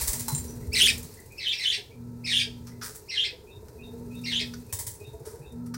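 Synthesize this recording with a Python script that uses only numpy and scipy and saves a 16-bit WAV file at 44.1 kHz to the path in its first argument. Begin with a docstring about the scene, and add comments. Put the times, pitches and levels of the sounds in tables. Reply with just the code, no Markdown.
"""Wing strokes flutter past first: a small parrot flies round a living room and brushes something metal.
Feather noise and air pulses form the strokes; decaying modes form the metal's tinkle.
Six squawks, harmonic tones turned harsh by period doubling, sound from different distances.
A far bird whistles gliding sine pairs and single peeps. Brushes rustle as short noise strokes, and a hollow
resonance knocks, often in step with the wings, over a machine's on-and-off hum and shaped room noise."""
import sys
import numpy as np
from scipy import signal
from scipy.fft import rfft, irfft, next_fast_len
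from scipy.io import wavfile

SR = 44100
rng = np.random.default_rng(int(sys.argv[2]) if len(sys.argv) > 2 else 0)


def wav_record(signal):
    """Record a signal, one row per channel, as 16-bit PCM in the file named by sys.argv[1]."""
    frames = np.transpose(np.atleast_2d(signal))
    bounded = np.clip(frames, -1, 1)
    # unit amplitude maps onto the largest positive 16-bit level
    quanta = np.round(bounded * 32767).astype(np.int16)
    wavfile.write(sys.argv[1], SR, quanta)


N = 254456
TIME = np.arange(N) / SR


def from_db(db):
    """Logarithmic level: decibels become an amplitude ratio."""
    return 10 ** (np.asarray(db) / 20)


def rms_one(x):
    """Normalisation: mean-square power becomes one."""
    return x / np.sqrt(np.mean(x ** 2) + 1e-20)


def along(rows, at):
    """Linear interpolation: read each later column at places along the first."""
    first, *columns = np.transpose(rows)
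    return [np.interp(at, np.sort(first), column) for column in columns]


def at_hz(points, hz):
    """Logarithmic frequency scale: read a spectrum between its points."""
    points = np.array(points)
    return np.interp(np.log(np.maximum(hz, 1)), np.log(points[:, 0]), points[:, 1])


def colour(x, spectrum):
    """Linear filtering: multiply the Fourier spectrum by a smooth gain."""
    size = next_fast_len(len(x))
    gain = from_db(at_hz(spectrum, np.fft.rfftfreq(size, 1 / SR)))
    return irfft(rfft(x, size) * gain, size)[:len(x)]


def noise(spectrum):
    """Spectral shaping: white noise is coloured and set to unit power."""
    return rms_one(colour(rng.standard_normal(N), spectrum))


def wobble(hz, count=N):
    """Low-pass random fluctuation, slower than about the given rate, with unit power."""
    lowpass = signal.butter(2, hz, fs=SR, output="sos")
    settling = SR // 4
    return rms_one(signal.sosfilt(lowpass, rng.standard_normal(count + settling))[settling:])


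def add(track, s, sound):
    """Superposition: sum a sound into a track from a given second."""
    start = int(np.clip(s * SR, 0, N - 1))
    track[start:start + len(sound)] += sound[:N - start]


def burst(t, swell, decay):
    """Transient envelope: linear onset, then exponential decay (both in seconds)."""
    return np.clip(t / swell, 0, 1) * np.exp(-np.maximum(t - swell, 0) / decay)


def ring(t, hz, t60):
    """Damped resonance: one mode loses 60 dB in t60 seconds."""
    return np.sin(2 * np.pi * hz * t) * np.exp(-np.log(1000) * t / t60)


# reverberation time of the room: (frequency [Hz], t60 [s])
REVERBERATION = [(100, 0.74), (1000, 0.38), (3000, 0.32), (8000, 0.42), (16000, 0.25)]


def room(x, wet_db, early_db=8.0, early_s=0.027, gap_s=0.0026):
    """Reverberation: direct sound plus reflections that decay at their own rate in each band."""
    t, tail = TIME[:SR // 2], 0
    # reflections arrive ever more densely
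    density = np.clip((t / .06) ** 2, .01, 1)
    edges = np.geomspace(50, 18000, 9)
    for low, high in zip(edges, edges[1:]):
        echoes = rng.choice([-1, 1], len(t)) * (rng.random(len(t)) < density) / np.sqrt(density)
        bandpass = signal.butter(2, [low, high], "band", fs=SR, output="sos")
        band = signal.sosfilt(bandpass, echoes * (t > gap_s))
        t60 = at_hz(REVERBERATION, np.sqrt(low * high))
        tail = tail + band * np.exp(-np.log(1000) * t / t60)
    # extra energy in the early reflections
    tail = tail * (1 + from_db(early_db) * np.exp(-(t / (2 * early_s)) ** 2))
    wet = from_db(wet_db)
    reverberant = signal.fftconvolve(x, tail / np.linalg.norm(tail))[:len(x)]
    # keeps the total power about the same
    return (x + wet * reverberant) / np.hypot(1, wet)


# bursts of even wingbeats: (first beat [s], last beat [s], nominal rate [beats/s], then relative levels:
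# feather swish [dB], feather snap [dB], air puff [dB], hollow ring [dB], and fade over the burst [dB])
FLIGHT_BURSTS = [(0.01, 0.075, 16, -20, -21.5, -36, -42, -1.5),
                 (0.132, 0.196, 16, -24.5, -19.5, -39, -41, 1),
                 (0.318, 0.5, 16, -27.5, -33, -29, -43, 16.5),
                 (0.555, 0.669, 18, -50.5, -48, -37.5, -44.5, -0.5),
                 (0.732, 1.03, 20, -39.5, -27.5, -45.5, -40.5, 3),
                 (1.14, 1.381, 16.5, -49.5, -37, -64, -51, 9.5),
                 (3.262, 3.435, 17, -65, -65, -57, -41.5, -1),
                 (3.495, 4.059, 16, -66.5, -60.5, -50.5, -41, -4.5),
                 (4.151, 4.665, 15.5, -55, -43, -48, -47, 5), (4.726, 4.789, 15, -23, -25, -34.5, -51, 4),
                 (4.867, 4.938, 14, -30.5, -28, -40, -58, 14),
                 (5.003, 5.521, 15.5, -56, -49.5, -41, -34, 4.5)]
SWISH_SPREAD_DB, PUFF_SPREAD_DB, RING_SPREAD_DB = 1, 2.5, 3   # from one beat to the next


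def wingbeats():
    """Periodic excitation with random strength: rows (time [s], swish, snap, puff, ring [dB])."""
    spread_db = [SWISH_SPREAD_DB, SWISH_SPREAD_DB, PUFF_SPREAD_DB, RING_SPREAD_DB]
    beats = []
    for first, last, rate, *levels_db, fade_db in FLIGHT_BURSTS:
        intervals = int(round((last - first) * rate))
        for share in np.linspace(0, 1, intervals + 1):
            chance_db = rng.standard_normal(4) * spread_db
            beat_db = levels_db + chance_db - fade_db * share
            beats.append((first + share * (last - first), *beat_db))
    return beats


# friction spectrum of feathers, also the hiss of the short noise strokes:
# (frequency [Hz], relative density [dB per Hz])
FEATHER_SPECTRUM = [(290, -61.5), (500, -13), (613, -3.5), (750, -20), (919, -1), (1090, -11.5),
                    (1380, -19.5), (1950, -5), (2850, -23), (2980, -14), (6510, -2.5), (8580, 3),
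                    (14700, -4), (16000, 8.5)]


def wings(beats, swish_db=1.0, puff_db=5.0, puff_hz=92, puff_lag=.02, puff_width=0.011, grain_db=3.5):
    """Friction and air displacement: feathers snap open and rub, then push a soft puff of air."""
    t, swish, puffs = TIME[:SR // 5], np.zeros(N), np.zeros(N)
    snap = burst(t, swell=.001, decay=.0045)
    rub = burst(t, swell=.006, decay=0.029)
    chances = rng.standard_normal((len(beats), 2))
    for (s, feather_db, snap_db, air_db, _), (size, turn) in zip(beats, chances):
        add(swish, s - .001, from_db(snap_db) * snap + from_db(feather_db + swish_db) * rub)
        # each puff has its own pitch and phase
        swing = np.sin(2 * np.pi * puff_hz * np.exp(0.22 * size) * (t - puff_lag) + turn)
        pulse = np.exp(-.5 * ((t - puff_lag) / puff_width) ** 2) * np.minimum(t / .005, 1)
        add(puffs, s, from_db(air_db + puff_db) * swing * pulse)
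    barbs = rng.standard_normal(N) * from_db(grain_db * wobble(1000))
    near = room(swish * rms_one(colour(barbs, FEATHER_SPECTRUM)), wet_db=-7, early_db=3)
    return near + room(puffs, wet_db=-13.5)


# progress at the start, first crest, main crest and end of a squawk: [%]
SQUAWK_STAGES = [0, 20, 70, 100]
# nominal pitch through every squawk: (progress [%], frequency [Hz])
PITCH_COURSE = [(0, 2000), (9, 2350), (21, 2740), (29, 1950), (37, 2170), (58, 1470), (70, 1780),
                (79, 1520), (88, 2600), (93, 1900), (100, 1750)]
# effort at the start, first crest and end (before the release), against the main crest
OPENING_DB, BODY_DB, ENDING_DB = -37.5, -10, -8.5
RELEASE, RELEASE_DB = 10, 6.5   # the voice dies over the last part (progress %)
# the voice turns harsh, purer, harsh (progress %)
BREAKS_AT, CLEARS_AT, BREAKS_AGAIN_AT, CHANGEOVER = 24.5, 55, 79.15, 5
# level of the odd partials, and their fade over the opening
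OPENING_ODD_DB, HARSH_ODD_DB, PURE_ODD_DB, ODD_FADE_DB = 12, -2, -32, 26
OPENING_RASP, BODY_RASP, ARCH_RASP, ENDING_RASP = .1, .45, .27, 0.49   # 0-1


def squawk_course(progress):
    """Vocal regimes: clear opening, harsh body, purer arch at full effort, harsh ending."""
    pitch, = along(PITCH_COURSE, progress)
    effort_db = np.interp(progress, SQUAWK_STAGES, [OPENING_DB, BODY_DB, 0, ENDING_DB])
    released = np.clip(1 - (SQUAWK_STAGES[-1] - progress) / RELEASE, 0, 1)
    effort_db = effort_db - RELEASE_DB * released
    changes = (BREAKS_AT, CLEARS_AT, BREAKS_AGAIN_AT)
    broken, cleared, ending = (np.clip((progress - at) / CHANGEOVER + .5, 0, 1) for at in changes)
    opening, body, arch = 1 - broken, broken - cleared, cleared - ending
    odd_db = opening * (OPENING_ODD_DB - ODD_FADE_DB * progress / BREAKS_AT)
    odd_db = odd_db + (body + ending) * HARSH_ODD_DB + arch * PURE_ODD_DB
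    rasp = opening * OPENING_RASP + body * BODY_RASP + arch * ARCH_RASP + ending * ENDING_RASP
    return pitch, effort_db, odd_db, rasp


# resonance of throat and beak: (frequency [Hz], gain [dB])
VOCAL_TRACT = [(700, -37), (1200, -18), (1650, -10), (2600, 4), (3300, 0.5), (4300, -1.5), (5400, -1.5),
               (6700, -12.5), (7700, -8.5), (8900, -1.5), (10500, -18), (15000, -16)]
BRIGHTENING = 0.36   # the overtones' slope follows effort (dB per octave for each dB)


def squawk(marks, treble_db, flutter=0.28, slope_db=-7.0, hiss_db=-7.0, rattle_hz=430):
    """Period doubling in the syrinx: odd partials appear and a rattle tears the lines into strands."""
    t = np.arange(marks[0], marks[-1], 1 / SR)
    count = len(t)
    pitch, effort_db, odd_db, rasp = squawk_course(np.interp(t, marks, SQUAWK_STAGES))
    rattle = np.sin(2 * np.pi * np.cumsum(rattle_hz * (1 + .4 * wobble(120, count))) / SR)
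    chaos = .08 * wobble(110, count) + .12 * wobble(800, count) + .08 * rattle
    phase = 2 * np.pi * np.cumsum(pitch * (1 + .016 * wobble(70, count) + rasp * chaos)) / SR
    voice, power = 0, 0
    for k in range(1, 9):
        # partials slope from the second upward; each flickers on its own
        fall_db = (slope_db + treble_db + BRIGHTENING * effort_db) * np.log2(max(k, 2) / 2)
        partial_db = fall_db + odd_db * (k % 2) + 2.68 * wobble(120, count)
        gain = from_db(partial_db) * (k * pitch < SR / 2)
        voice, power = voice + gain * np.sin(k * phase), power + gain ** 2
    # the rattle also chops the airflow
    chop = 1 + flutter * wobble(240, count) + 0.37 * rasp * rattle
    hiss = from_db(hiss_db + treble_db) * (rasp + 0.061) * rng.standard_normal(count)
    source = (voice * chop * np.sqrt(2 / power) + hiss) * from_db(effort_db)
    return colour(np.pad(source, (0, SR // 2)), VOCAL_TRACT)


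# squawks: (start [s], first crest [s], main crest [s], end [s], relative level [dB],
# treble: overtone slope [dB per octave] and hiss [dB], reverberant against direct [dB])
SQUAWK_CALLS = [(0.717, 0.739, 0.843, 0.92, -13, 6.5, -7.5), (1.363, 1.385, 1.495, 1.56, -27, -9, 4),
                (1.564, 1.582, 1.688, 1.774, -23.5, -1.5, 0.5), (2.235, 2.25, 2.368, 2.427, -20.5, 1, 2),
                (3.075, 3.093, 3.212, 3.285, -25.5, -7.5, 2.5),
                (4.231, 4.244, 4.367, 4.434, -25.5, -5, 2.5)]


def squawks():
    """Distance cues: each call has its own level, treble and reverberant share."""
    out = np.zeros(N)
    for *marks, level_db, treble_db, room_db in SQUAWK_CALLS:
        call = room(squawk(np.sort(marks), treble_db), room_db)
        add(out, marks[0], from_db(level_db) * call)
    return out


# the far bird's two-note calls: (time [s], relative level [dB])
TWO_NOTE_CALLS = [(3.455, -59.5), (3.775, -56), (4.098, -56.5), (4.678, -61), (4.991, -57.5),
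                  (5.402, -62.5)]
# the notes of a call: (delay [s], length [s], start pitch [Hz], end pitch [Hz], relative level [dB])
CALL_NOTES = [(0, 0.062, 2443, 2746, -1.5), (0.044, 0.0485, 3703, 3680, 2)]
# its single peeps: (time [s], centre pitch [Hz], relative level [dB])
SINGLE_PEEPS = [(0.475, 5870, -50), (0.604, 1994, -60), (1.168, 1990, -52), (1.301, 2430, -54.5),
                (1.902, 2346, -58.5), (2.7, 2020, -58.5)]
PEEP_S, PEEP_RISE = 0.021, 0.036   # length; glide to either side of the pitch, as a share


def whistles():
    """Frequency glide: short near-pure tones, in pairs or single, heard mostly by way of the walls."""
    out = np.zeros(N)
    notes = []
    for s, call_db in TWO_NOTE_CALLS:
        for delay, length, start_hz, end_hz, db in CALL_NOTES:
            notes.append((s + delay, length, start_hz, end_hz, call_db + db))
    for s, hz, db in SINGLE_PEEPS:
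        notes.append((s, PEEP_S, hz * (1 - PEEP_RISE), hz * (1 + PEEP_RISE), db))
    for s, length, start_hz, end_hz, level_db in notes:
        count = int(length * SR)
        pitch = np.linspace(start_hz, end_hz, count) + 55 * wobble(250, count)
        tone = np.sin(2 * np.pi * np.cumsum(pitch) / SR)
        add(out, s, from_db(level_db + 5.5) * tone * signal.windows.tukey(count, .5))
    return room(out, wet_db=9.5, early_db=-5.5)


# light touches on metal: (time [s], relative level [dB], brightness [dB per octave])
METAL_TOUCHES = [(0.282, -37.5, -2.5), (0.349, -38, 23), (0.356, -44.5, 14.5)]
# modes of the metal: (frequency [Hz], relative level [dB], t60 [s])
METAL_MODES = [(889, 0.5, 0.13), (1057, -4, 0.093), (4052, -2, .6), (7350, -1, 0.073), (8680, -12.5, 0.15),
               (11070, -41.5, 0.097)]


def metal():
    """Modal vibration: a small metal part tinkles, and a bright touch favours its high modes."""
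    t, out = TIME[:SR // 2], np.zeros(N)
    for s, level_db, tilt_db in METAL_TOUCHES:
        for hz, db, t60 in METAL_MODES:
            mode_db = level_db + db + tilt_db * np.log2(hz / 4000)
            add(out, s, from_db(mode_db) * ring(t, hz, t60))
    # it rattles loosely while it rings
    return room(out * (1 + 0.38 * wobble(120)), wet_db=-1)


# short noise strokes (brushes, some wing strokes and a breath of squawk hiss):
# (time [s], relative hiss [dB], relative scrape [dB], swell [s], decay [s])
NOISE_STROKES = [(0.281, -19, -38, 0.0012, 0.015), (1.472, -41.5, -66, 0.0096, 0.022),
                 (2.663, -46.5, -49.5, 0.011, 0.032), (2.811, -49, -36.5, 0.0094, 0.025),
                 (2.825, -32.5, -45.5, 0.017, 0.059), (2.944, -36.5, -67, 0.017, 0.021),
                 (3.683, -51, -56, 0.0009, 0.011), (4.534, -53, -40.5, 0.0051, 0.01),
                 (4.872, -30.5, -66, 0.0057, 0.017), (5.25, -40, -52.5, 0.0071, 0.07),
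                 (5.657, -47, -59, 0.0089, 0.017), (5.739, -36, -36, 0.0064, 0.0085)]
# spectrum of the scrape: (frequency [Hz], relative density [dB per Hz])
SCRAPE_SPECTRUM = [(700, -25), (950, -19), (1250, 10.5), (2100, -1.5), (3000, -9.5), (4500, 0), (5600, 6),
                   (7500, -12.5)]


def noise_strokes():
    """Noise transients: brushes, some wing strokes and a breath of squawk hiss, as grainy hiss and scrape."""
    t, hiss, scrape = TIME[:SR // 2], np.zeros(N), np.zeros(N)
    for s, hiss_db, scrape_db, swell, decay in NOISE_STROKES:
        stroke = burst(t, swell, decay)
        add(hiss, s, from_db(hiss_db) * stroke)
        add(scrape, s, from_db(scrape_db) * stroke)
    strokes = hiss * noise(FEATHER_SPECTRUM) + scrape * noise(SCRAPE_SPECTRUM)
    grain = from_db(3.1 * wobble(600))
    return room(strokes * grain, wet_db=-10.5)


# hollow knocks at their own times, loud and soft: (time [s], relative level [dB])
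SEPARATE_KNOCKS = [(0.823, -29), (0.91, -32), (1.776, -33), (1.893, -40), (2.466, -35.5), (2.887, -36),
                   (3.324, -33), (4.001, -35), (4.403, -30), (5.011, -42), (5.332, -32)]
# modes of the hollow resonance: (nominal frequency [Hz], nominal level [dB], t60 [s])
HOLLOW_MODES = [(351, -10.5, 0.16), (428.8, 2.5, 0.12), (540, -8, 0.05), (649, -14.5, 0.15),
                (890, -12, 0.066)]


def knocks(beats, level_db=-9.0):
    """Modal excitation: hollow knocks, many in step with the wings, each with its own mix of modes."""
    blows = SEPARATE_KNOCKS + [(s, ring_db) for s, *_, ring_db in beats]
    t, out = TIME[:SR // 4], np.zeros(N)
    chances = rng.standard_normal((len(blows), len(HOLLOW_MODES), 2))
    soft_onset = np.minimum(t / 0.015, 1)
    for (s, blow_db), chance in zip(blows, chances):
        modes = 0
        for (hz, db, t60), (strength, detune) in zip(HOLLOW_MODES, chance):
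            modes = modes + from_db(db + 2.2 * strength) * ring(t, hz * 1.06 ** detune, t60)
        add(out, s, from_db(blow_db + level_db) * modes * soft_onset * 2)
    return room(out, wet_db=-10.0)


# runs of the machine: (start [s], end [s], swell [s], relative low hum [dB], relative upper hum [dB])
MACHINE_RUNS = [(0.106, 1.032, 0.096, -63, -45), (1.929, 2.81, 0.095, -40, -44),
                (3.727, 4.603, 0.5, -41, -38.5), (5.497, 5.798, 0.1, -39.5, -36.5)]
HUM_SAG_DB_PER_S, HUM_STOP_S, IDLE_LOW_DB, IDLE_UPPER_DB = 6, 0.043, -57, -76.5


def hum_levels():
    """Amplitude envelope: each run swells, sags and dies back to idle; low and upper hum in dB."""
    low, upper = from_db(IDLE_LOW_DB), from_db(IDLE_UPPER_DB)
    for start, end, swell, low_db, upper_db in MACHINE_RUNS:
        running = np.clip((TIME - start) / swell, 0, 1) * np.exp(-np.maximum(TIME - end, 0) / HUM_STOP_S)
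        # the sag passes through the listed level midway
        running = running * from_db(-HUM_SAG_DB_PER_S * (TIME - (start + end) / 2))
        low, upper = low + from_db(low_db) * running, upper + from_db(upper_db) * running
    return 20 * np.log10([low, upper])


def machine(low_hz=119.7, upper_hz=240.2, body_hz=166):
    """Forced vibration: a mains hum swells and stops, with a slight buzz of the housing."""
    low_db, upper_db = hum_levels()
    turn = 2 * np.pi * TIME
    low = from_db(low_db - 4.0) * np.sin(low_hz * turn + 0.16 * wobble(5))
    upper = from_db(upper_db + 2) * np.sin(upper_hz * turn + 0.41 * wobble(8.9))
    housing = from_db(upper_db - 6.5) * np.sin(body_hz * turn + 1.2 * wobble(12))
    buzz = np.sin(920 * turn + wobble(25)) + 0.91 * np.sin(1315 * turn + wobble(25))
    return low + upper + housing + from_db(upper_db - 26.5) * buzz


# course of the background: (time [s], relative rumble [dB], relative hollow murmur [dB])
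BACKGROUND_LEVEL = [(0.0, -50.5, -57), (0.5, -47.5, -50.5), (0.9, -43.5, -53.5), (1.14, -53, -56),
                    (1.61, -61, -60), (1.98, -55, -57.5), (2.65, -51.5, -57), (3.13, -60.5, -57.5),
                    (3.91, -52, -54), (4.92, -55.5, -58), (5.37, -58, -52.5), (5.77, -57.5, -58)]
# course of the treble hiss: (time [s], relative level [dB])
HISS_COURSE = [(0.0, -38), (0.21, -45.5), (0.48, -55.5), (0.74, -61), (0.91, -46), (1.3, -63.5),
               (1.64, -56), (1.98, -68), (3.05, -62), (3.41, -66.5), (4.06, -63.5), (4.29, -58),
               (4.98, -62.5), (5.77, -71)]
# spectrum of the low rumble: (frequency [Hz], relative density [dB per Hz])
RUMBLE_SPECTRUM = [(20, -8), (35, -4), (60, 0), (90, 4), (160, -5), (220, -8), (320, -13), (600, -58.5)]
# spectrum of the hollow murmur: (frequency [Hz], relative density [dB per Hz])
MURMUR_SPECTRUM = [(180, -19), (300, -7), (430, 6), (560, -8), (760, -15), (930, -6), (1120, -21),
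                   (1320, -21), (1700, -22), (3000, -44.5)]
# spectrum of the fine hiss: (frequency [Hz], relative density [dB per Hz])
HISS_SPECTRUM = [(900, -3.5), (2100, -2), (2700, -0.5), (3000, -11.5), (3500, -5.5), (4100, 2.5),
                 (6500, 1.5), (8500, 1), (11000, -1), (16000, 5.5)]
RUMBLE_DB, MURMUR_DB, HISS_DB = 4, 2, 5.5   # added to the courses


def background():
    """Stationary noise under slow envelopes: low rumble, hollow room murmur and fine hiss."""
    rumble_db, murmur_db = along(BACKGROUND_LEVEL, TIME)
    hiss_db, = along(HISS_COURSE, TIME)
    rumble = from_db(rumble_db + RUMBLE_DB) * noise(RUMBLE_SPECTRUM)
    murmur = from_db(murmur_db + MURMUR_DB) * noise(MURMUR_SPECTRUM)
    hiss = from_db(hiss_db + HISS_DB + 1.2 * wobble(26)) * noise(HISS_SPECTRUM)
    return rumble + murmur + hiss


def scene():
    """Superposition: all the pressures add at one microphone."""
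    beats = wingbeats()
    birds = wings(beats) + squawks() + whistles()
    transients = metal() + noise_strokes() + knocks(beats)
    return (birds + transients + machine() + background())[None]


CUTOFF_HZ = 15850


def record(dry, bass_hz=22, treble_hz=14500):
    """Band limiting: the microphone rolls off at both ends and the top is cut steeply."""
    rolloff = signal.butter(2, [bass_hz, treble_hz], "band", fs=SR, output="sos")
    steep = signal.ellip(10, .2, 70, CUTOFF_HZ, fs=SR, output="sos")   # ripple and stopband in dB
    return signal.sosfilt(steep, signal.sosfilt(rolloff, dry))


dry = scene()
out = record(dry)
wav_record(out)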